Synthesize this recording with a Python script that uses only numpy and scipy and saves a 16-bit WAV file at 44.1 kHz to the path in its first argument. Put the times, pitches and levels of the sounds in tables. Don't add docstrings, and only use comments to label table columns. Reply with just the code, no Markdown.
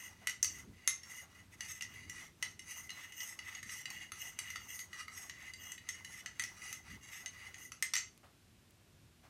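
import sys
import numpy as np
from scipy import signal
from scipy.fft import rfft, irfft, next_fast_len
from scipy.io import wavfile
from scipy.ndimage import uniform_filter1d, map_coordinates

SR = 44100
rng = np.random.default_rng(int(sys.argv[2]) if len(sys.argv) > 2 else 0)


def output_pcm(signal):
    pcm = np.clip(np.atleast_2d(signal).T, -1, 1) * 32767
    wavfile.write(sys.argv[1], SR, np.round(pcm).astype(np.int16))


N = 409688

# frequency in Hz, T60 in seconds.
ROOM_DECAY = [(700, 0.35), (2000, 0.26), (6000, 0.27), (13000, 0.17)]
# frequency in Hz, relative density in dB.
RUMBLE_SPECTRUM = [(21, -42), (35, -11.5), (92, 4), (130, -3.5), (232, -6), (290, -9.5), (450, -20),
                   (580, -28.5), (990, -120)]
HISS_SPECTRUM = [(210, -26), (350, -2.5), (482, -11.5), (602, -7.5), (842, -12), (2580, -11.5), (9000, -18),
                 (14500, -23.5), (15900, -54)]
SWISH_SPECTRUM = [(500, -6.5), (1100, 3), (1500, 3.5), (2500, -13.5)]
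# centre in seconds, half-width in seconds, added level in dB.
RUMBLE_SWELLS = [(.5, 0.11, -63), (.69, 0.047, -54), (2.09, 0.14, -66.5), (3.67, 0.027, -63),
                 (6.94, 0.05, -55.5)]
# frequency in Hz, bandwidth in Hz, relative level in dB.
CASE_MODES = [(760, 260, -2), (1250, 500, -4)]
# start in seconds, level before the high-pass in dB.
SNAP_EVENTS = [(8.177, -52), (8.708, -57)]
# frequency in Hz, relative level in dB, T60 in seconds before the cycle limit.
MUG_MODES = [(1290, -14.5, 0.025), (1854, -11, 0.038), (1990, -6.5, 0.072), (2060, -9.5, 0.094),
             (2185, -9, 0.022), (2570, -8.5, 0.018), (2900, -7, 0.036), (3325, -21.5, 0.052),
             (3650, -23, 0.031), (3994, -19, 0.064), (4627, -16.5, 0.09), (5543, -12.5, 0.092),
             (5892, -6, 0.032), (6320, -2.5, 0.099), (6570, -8, 0.052), (7400, -4, 0.12),
             (7960, 14.5, 0.0018), (9120, 0.5, 0.016), (10570, -2, 0.029), (8410, -4, 0.032),
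             (12520, -3.5, 0.03), (13900, -2.5, 0.0066)]
# start in seconds, length in seconds, peak gain of low modes in dB, of middle modes in dB.
SPOON_SWEEPS = [(-.14, 0.29, -49.5, -53), (0.105, 0.24, -62.5, -72), (0.453, 0.21, -55.5, -58.5),
                (0.688, 0.37, -61, -73), (1.012, 0.26, -51.5, -55), (1.253, 0.23, -62.5, -71.5),
                (1.508, 0.056, -55, -60.5), (1.551, 0.29, -54.5, -56.5), (1.816, 0.29, -54.5, -63.5),
                (2.067, 0.25, -53, -58), (2.363, 0.21, -67, -67), (2.597, 0.31, -51.5, -53),
                (2.88, 0.26, -51, -59.5), (3.104, 0.31, -52, -51), (3.393, 0.25, -51, -60.5),
                (3.631, 0.23, -50, -50.5), (3.856, 0.26, -48.5, -58.5), (4.105, 0.27, -51, -53),
                (4.331, 0.32, -50.5, -60), (4.576, 0.32, -52, -53.5), (4.872, 0.23, -51.5, -59),
                (5.057, 0.27, -54.5, -54.5), (5.31, 0.26, -51.5, -62), (5.541, 0.25, -52, -55.5),
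                (5.809, 0.23, -53.5, -64), (6.003, 0.27, -55.5, -59.5), (6.26, 0.42, -60, -66),
                (6.547, 0.28, -52.5, -56), (6.822, 0.17, -51.5, -62), (6.979, 0.32, -52.5, -57),
                (7.273, 0.3, -53, -64), (7.526, 0.19, -56, -57.5)]
# start in seconds, dry peak of middle modes in dB, low and high modes
# relative to that in dB, frequency favoured by the struck spot in Hz.
SPOON_KNOCKS = [(0.2713, -28.5, 6.5, 3, 1980), (0.2952, -35.5, 3, 0, 2027),
                (0.4283, -16, -15.5, -6.5, 5890), (0.445, -33.5, 2.5, 7, 4600), (0.876, -16, -8, -3, 2077),
                (1.033, -44, -3.5, -7, 5530), (1.6069, -33, 0, -3, 6030), (1.719, -41, -15, -6, 6170),
                (1.8091, -43.5, 9.5, 1, 2800), (1.822, -34.5, -1, -4.5, 1950), (2.0968, -39, 1.5, 0, 2890),
                (2.4261, -30.5, 4, 1, 1986), (2.4474, -52, 11, -13, 1960), (2.593, -42.5, 2, -2, 2900),
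                (2.893, -46.5, 10, -5, 2850), (2.904, -40, 3, -5, 4090), (3.122, -48, 4.5, -2, 2900),
                (3.205, -36, 0, -23, 3000), (3.3898, -41, 7, -4, 2836), (3.55, -38.5, -1, -11, 6600),
                (3.629, -42.5, 4.5, -1, 1830), (3.6932, -45.5, 7, -19, 5760), (3.8556, -40.5, 10, -1, 2870),
                (3.9025, -42, 3.5, 1, 4440), (4.1192, -40, 7.5, 0.5, 1303), (4.3892, -33, 2, 2.5, 6070),
                (4.5027, -39, 3, -4, 2060), (4.558, -42, 12, -2, 1300), (4.7915, -39.5, 2, -1, 6430),
                (4.93, -47, 9, -4, 1962), (5.08, -53, 16.5, 1, 1280), (5.2964, -37.5, 2.5, -5, 1920),
                (5.5358, -46.5, 9, 1, 4680), (5.7195, -35, -2.5, 0.5, 6270), (5.779, -54, 13.5, 0, 1918),
                (5.889, -32, 1, -1.5, 2022), (6.047, -45.5, 7.5, 2, 1840), (6.2603, -36.5, 3.5, -2, 1965),
                (6.3962, -31.5, 6.5, 0, 1965), (6.4213, -40, 7, 1, 1990), (6.4381, -32.5, 1, -4, 1963),
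                (6.7276, -34.5, -2, -0.5, 6180), (7.2601, -34.5, 2.5, -3.5, 6470),
                (7.543, -45, 6.5, -8, 1900), (7.7191, -39.5, 1, -3, 1320), (7.825, -25.5, 1, 4, 2060),
                (7.9366, -24.5, 0.5, -1.5, 5670), (7.9539, -24, -3, -4, 5970),
                (7.9645, -29.5, 1, 1.5, 7440), (7.974, -29.5, -6, -11, 2070), (7.9811, -38, 4.5, 3, 6100)]

LOW_HZ, HIGH_HZ = 5000, 7000


def amp(db):
    return 10 ** (np.asarray(db) / 20)


def unit(x):
    return x / np.sqrt(np.mean(x ** 2) + 1e-20)


def along(points, hz):
    point_hz, values = np.transpose(points)
    return np.interp(np.log(hz + 1), np.log(point_hz + 1), values)


def wobble(rate_hz):
    knots = rng.standard_normal(int(N * rate_hz / SR) + 4)
    return map_coordinates(knots, [np.arange(N) * rate_hz / SR])


def filtered(x, response):
    size = next_fast_len(N + SR // 2)
    return irfft(rfft(x, size) * response(np.fft.rfftfreq(size, 1 / SR)), size)[..., :N]


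def noise(spectrum):
    return unit(filtered(rng.standard_normal(N), lambda hz: amp(along(spectrum, hz))))


def bedroom(x, wet_db):
    hz, t, bins = signal.stft(rng.standard_normal(SR // 3), SR, nperseg=256)
    tail = signal.istft(bins * amp(-60 * t / along(ROOM_DECAY, hz)[:, None]), SR, nperseg=256)[1]
    tail = np.pad(tail / np.linalg.norm(tail), (round(.006 * SR), 0))
    wet = amp(wet_db) * signal.fftconvolve(x, tail)
    return wet + np.pad(x, (0, len(wet) - len(x)))


def noise_floor(rumble_db=-66, hiss_db=-70.5):
    t = np.arange(N) / SR
    swells = sum(amp(db) * np.exp(-((t - at_s) / width_s) ** 2) for at_s, width_s, db in RUMBLE_SWELLS)
    rumble = unit(amp(1.2 * wobble(5)) * noise(RUMBLE_SPECTRUM))
    return (amp(rumble_db) + swells) * rumble + amp(hiss_db) * noise(HISS_SPECTRUM)


def clock(start_s=.21, period_s=1.002, step_s=0.017, dry_db=-64):
    def case(f):
        return sum(amp(db) * 1j * f * width / (hz * hz - f * f + 1j * f * width)
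                   for hz, width, db in CASE_MODES)

    age = (np.arange(N) / SR - start_s) % period_s / step_s
    rattle = unit(filtered(rng.standard_normal(N), case)) * age * np.exp(1 - age)
    return amp(dry_db) * bedroom(rattle, wet_db=-6)[:N]


def snaps(t60_s=0.0088, highpass_hz=1500):
    t = np.arange(N) / SR
    envelope = sum(amp(db - 60 * np.abs(t - at_s) / t60_s) * (t >= at_s) for at_s, db in SNAP_EVENTS)
    return filtered(envelope * rng.standard_normal(N), lambda hz: hz ** 2 / (hz ** 2 + highpass_hz ** 2))


def sweep_curves(hardest=0.51):
    low, middle, progress = np.zeros((3, N))
    for start_s, length_s, low_db, middle_db in SPOON_SWEEPS:
        span = np.arange(max(round(start_s * SR), 0), round((start_s + length_s) * SR))
        done = np.clip((span / SR - start_s) / length_s, 0, 1)
        swell = (done / hardest) ** hardest * ((1 - done) / (1 - hardest)) ** (1 - hardest)
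        low[span] += amp(low_db) * swell ** 3.34
        middle[span] += amp(middle_db) * swell ** 3.46
        progress[span] = done
    return low, middle, progress


def tea(pocket_count=300):
    swirl = np.sqrt(np.abs(uniform_filter1d(sweep_curves()[0], SR // 20)))
    uneven = amp(3 * wobble(9) + 2.5 * wobble(30))
    start, size = rng.random((pocket_count, 2)).T[:, :, None]
    t = np.arange(SR // 20) / SR
    cycles = t * 1500 * .5 ** size
    gulps = cycles * np.exp(-cycles / 2) * np.sin(2 * np.pi * cycles)
    samples = (start * N).astype(int) + np.arange(len(t))
    pockets = unit(np.bincount(samples.ravel(), gulps.ravel(), minlength=N)[:N])
    return swirl * uneven * (amp(-42.5) * noise(SWISH_SPECTRUM) + amp(-48) * pockets)


def band_of(hz):
    return np.digitize(hz, [LOW_HZ, HIGH_HZ])


def contact_crack(t, db, t60_s):
    spectrum = rfft(amp(db - 60 * t / t60_s) * rng.standard_normal(len(t)))
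    hz = np.fft.rfftfreq(len(t), 1 / SR)
    spectrum *= hz ** 4 / (hz ** 4 + 1400 ** 4)
    spectrum /= (1 + (hz / 10000) ** 4) * (1 + (hz / 14600) ** 30)
    return np.array([irfft(spectrum * (band_of(hz) == band), len(t)) for band in range(3)])


def mug_response(scatter_db, detune, crack_db, crack_t60_s, build_s, max_cycles,
                 favoured_hz=None, favour_db=7, pitch_shift=0):
    t = np.arange(SR // 5) / SR
    hz, db, t60_s = np.transpose(MUG_MODES)[:, :, None]
    t60_s = np.minimum(t60_s, max_cycles / hz)
    strength = amp(db + scatter_db * rng.standard_normal(hz.shape)) * rng.choice([-1, 1], hz.shape)
    tuned_hz = hz * (1 + pitch_shift + detune * rng.standard_normal(hz.shape))
    if favoured_hz:
        nearest = np.argmin(np.abs(np.log(hz / favoured_hz)))
        tuned_hz[nearest] = favoured_hz
        strength[nearest] = amp(db[band_of(hz) == band_of(favoured_hz)].max() + favour_db)
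    twin_hz = tuned_hz * (1 + .012 * hz / LOW_HZ * rng.standard_normal(hz.shape))
    pairs = (np.sin(2 * np.pi * tuned_hz * t) + np.sin(2 * np.pi * twin_hz * t)) / 2
    modes = strength * amp(-60 * t / t60_s) * pairs
    ring = np.array([modes[band_of(hz[:, 0]) == band].sum(axis=0) for band in range(3)])
    attack = 1 - np.exp(-t / build_s)
    fade = np.cos(np.pi * t / t[-1] / 2) ** 2
    return (ring + contact_crack(t, crack_db, crack_t60_s)) * attack * fade


def spoon_drag(ticks_per_s=6000, glide=.035):
    low, middle, progress = sweep_curves()
    high = amp(-3.0) * middle * (middle / amp(-47.5)) ** 0.066
    spots = np.linspace(0, 1, num=8)
    contact = np.exp([3 * wobble(6) - ((progress - spot) / .3) ** 2 for spot in spots])
    rasp = np.zeros(N)
    for spot, share in zip(spots, contact / contact.sum(axis=0)):
        fires = rng.random(N) < ticks_per_s / SR
        ticks = fires * rng.standard_normal(N) * amp(1.5 * rng.exponential(size=N))
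        pressure = amp(3.3 * wobble(45))
        force = unit(ticks * pressure) * np.sqrt(share)
        bands = mug_response(scatter_db=6, detune=.011, crack_db=8, crack_t60_s=0.008,
                             build_s=0.00079, max_cycles=150, pitch_shift=glide * (spot - .5))
        for gain, response in zip((low, middle, high), bands):
            rasp += signal.oaconvolve(gain * force, response / np.linalg.norm(response))[:N]
    return bedroom(rasp, wet_db=-11)[:N]


def spoon_knocks(light_db=-40):
    out = np.zeros(N + SR)
    for start_s, db, low_db, high_db, favoured_hz in SPOON_KNOCKS:
        harder_db = db - light_db
        build_s = 0.00043 * .5 ** (harder_db / 6.5)
        bands = mug_response(scatter_db=4, detune=0.0071, crack_db=.25 * harder_db + 2.5,
                             crack_t60_s=0.026, build_s=build_s, max_cycles=340, favoured_hz=favoured_hz)
        bands /= np.abs(bands).max(axis=1, keepdims=True)
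        peaks = amp(db + np.array([low_db, 0, high_db]))
        knock = bedroom(peaks @ bands, wet_db=-4.5)
        out[round(start_s * SR):][:len(knock)] += knock
    return out[:N]


def scene():
    return (spoon_knocks() + spoon_drag() + tea() + clock() + snaps() + noise_floor())[None]


def record(dry):
    return filtered(dry, lambda hz: hz < 15900)


dry = scene()
out = record(dry)
output_pcm(out)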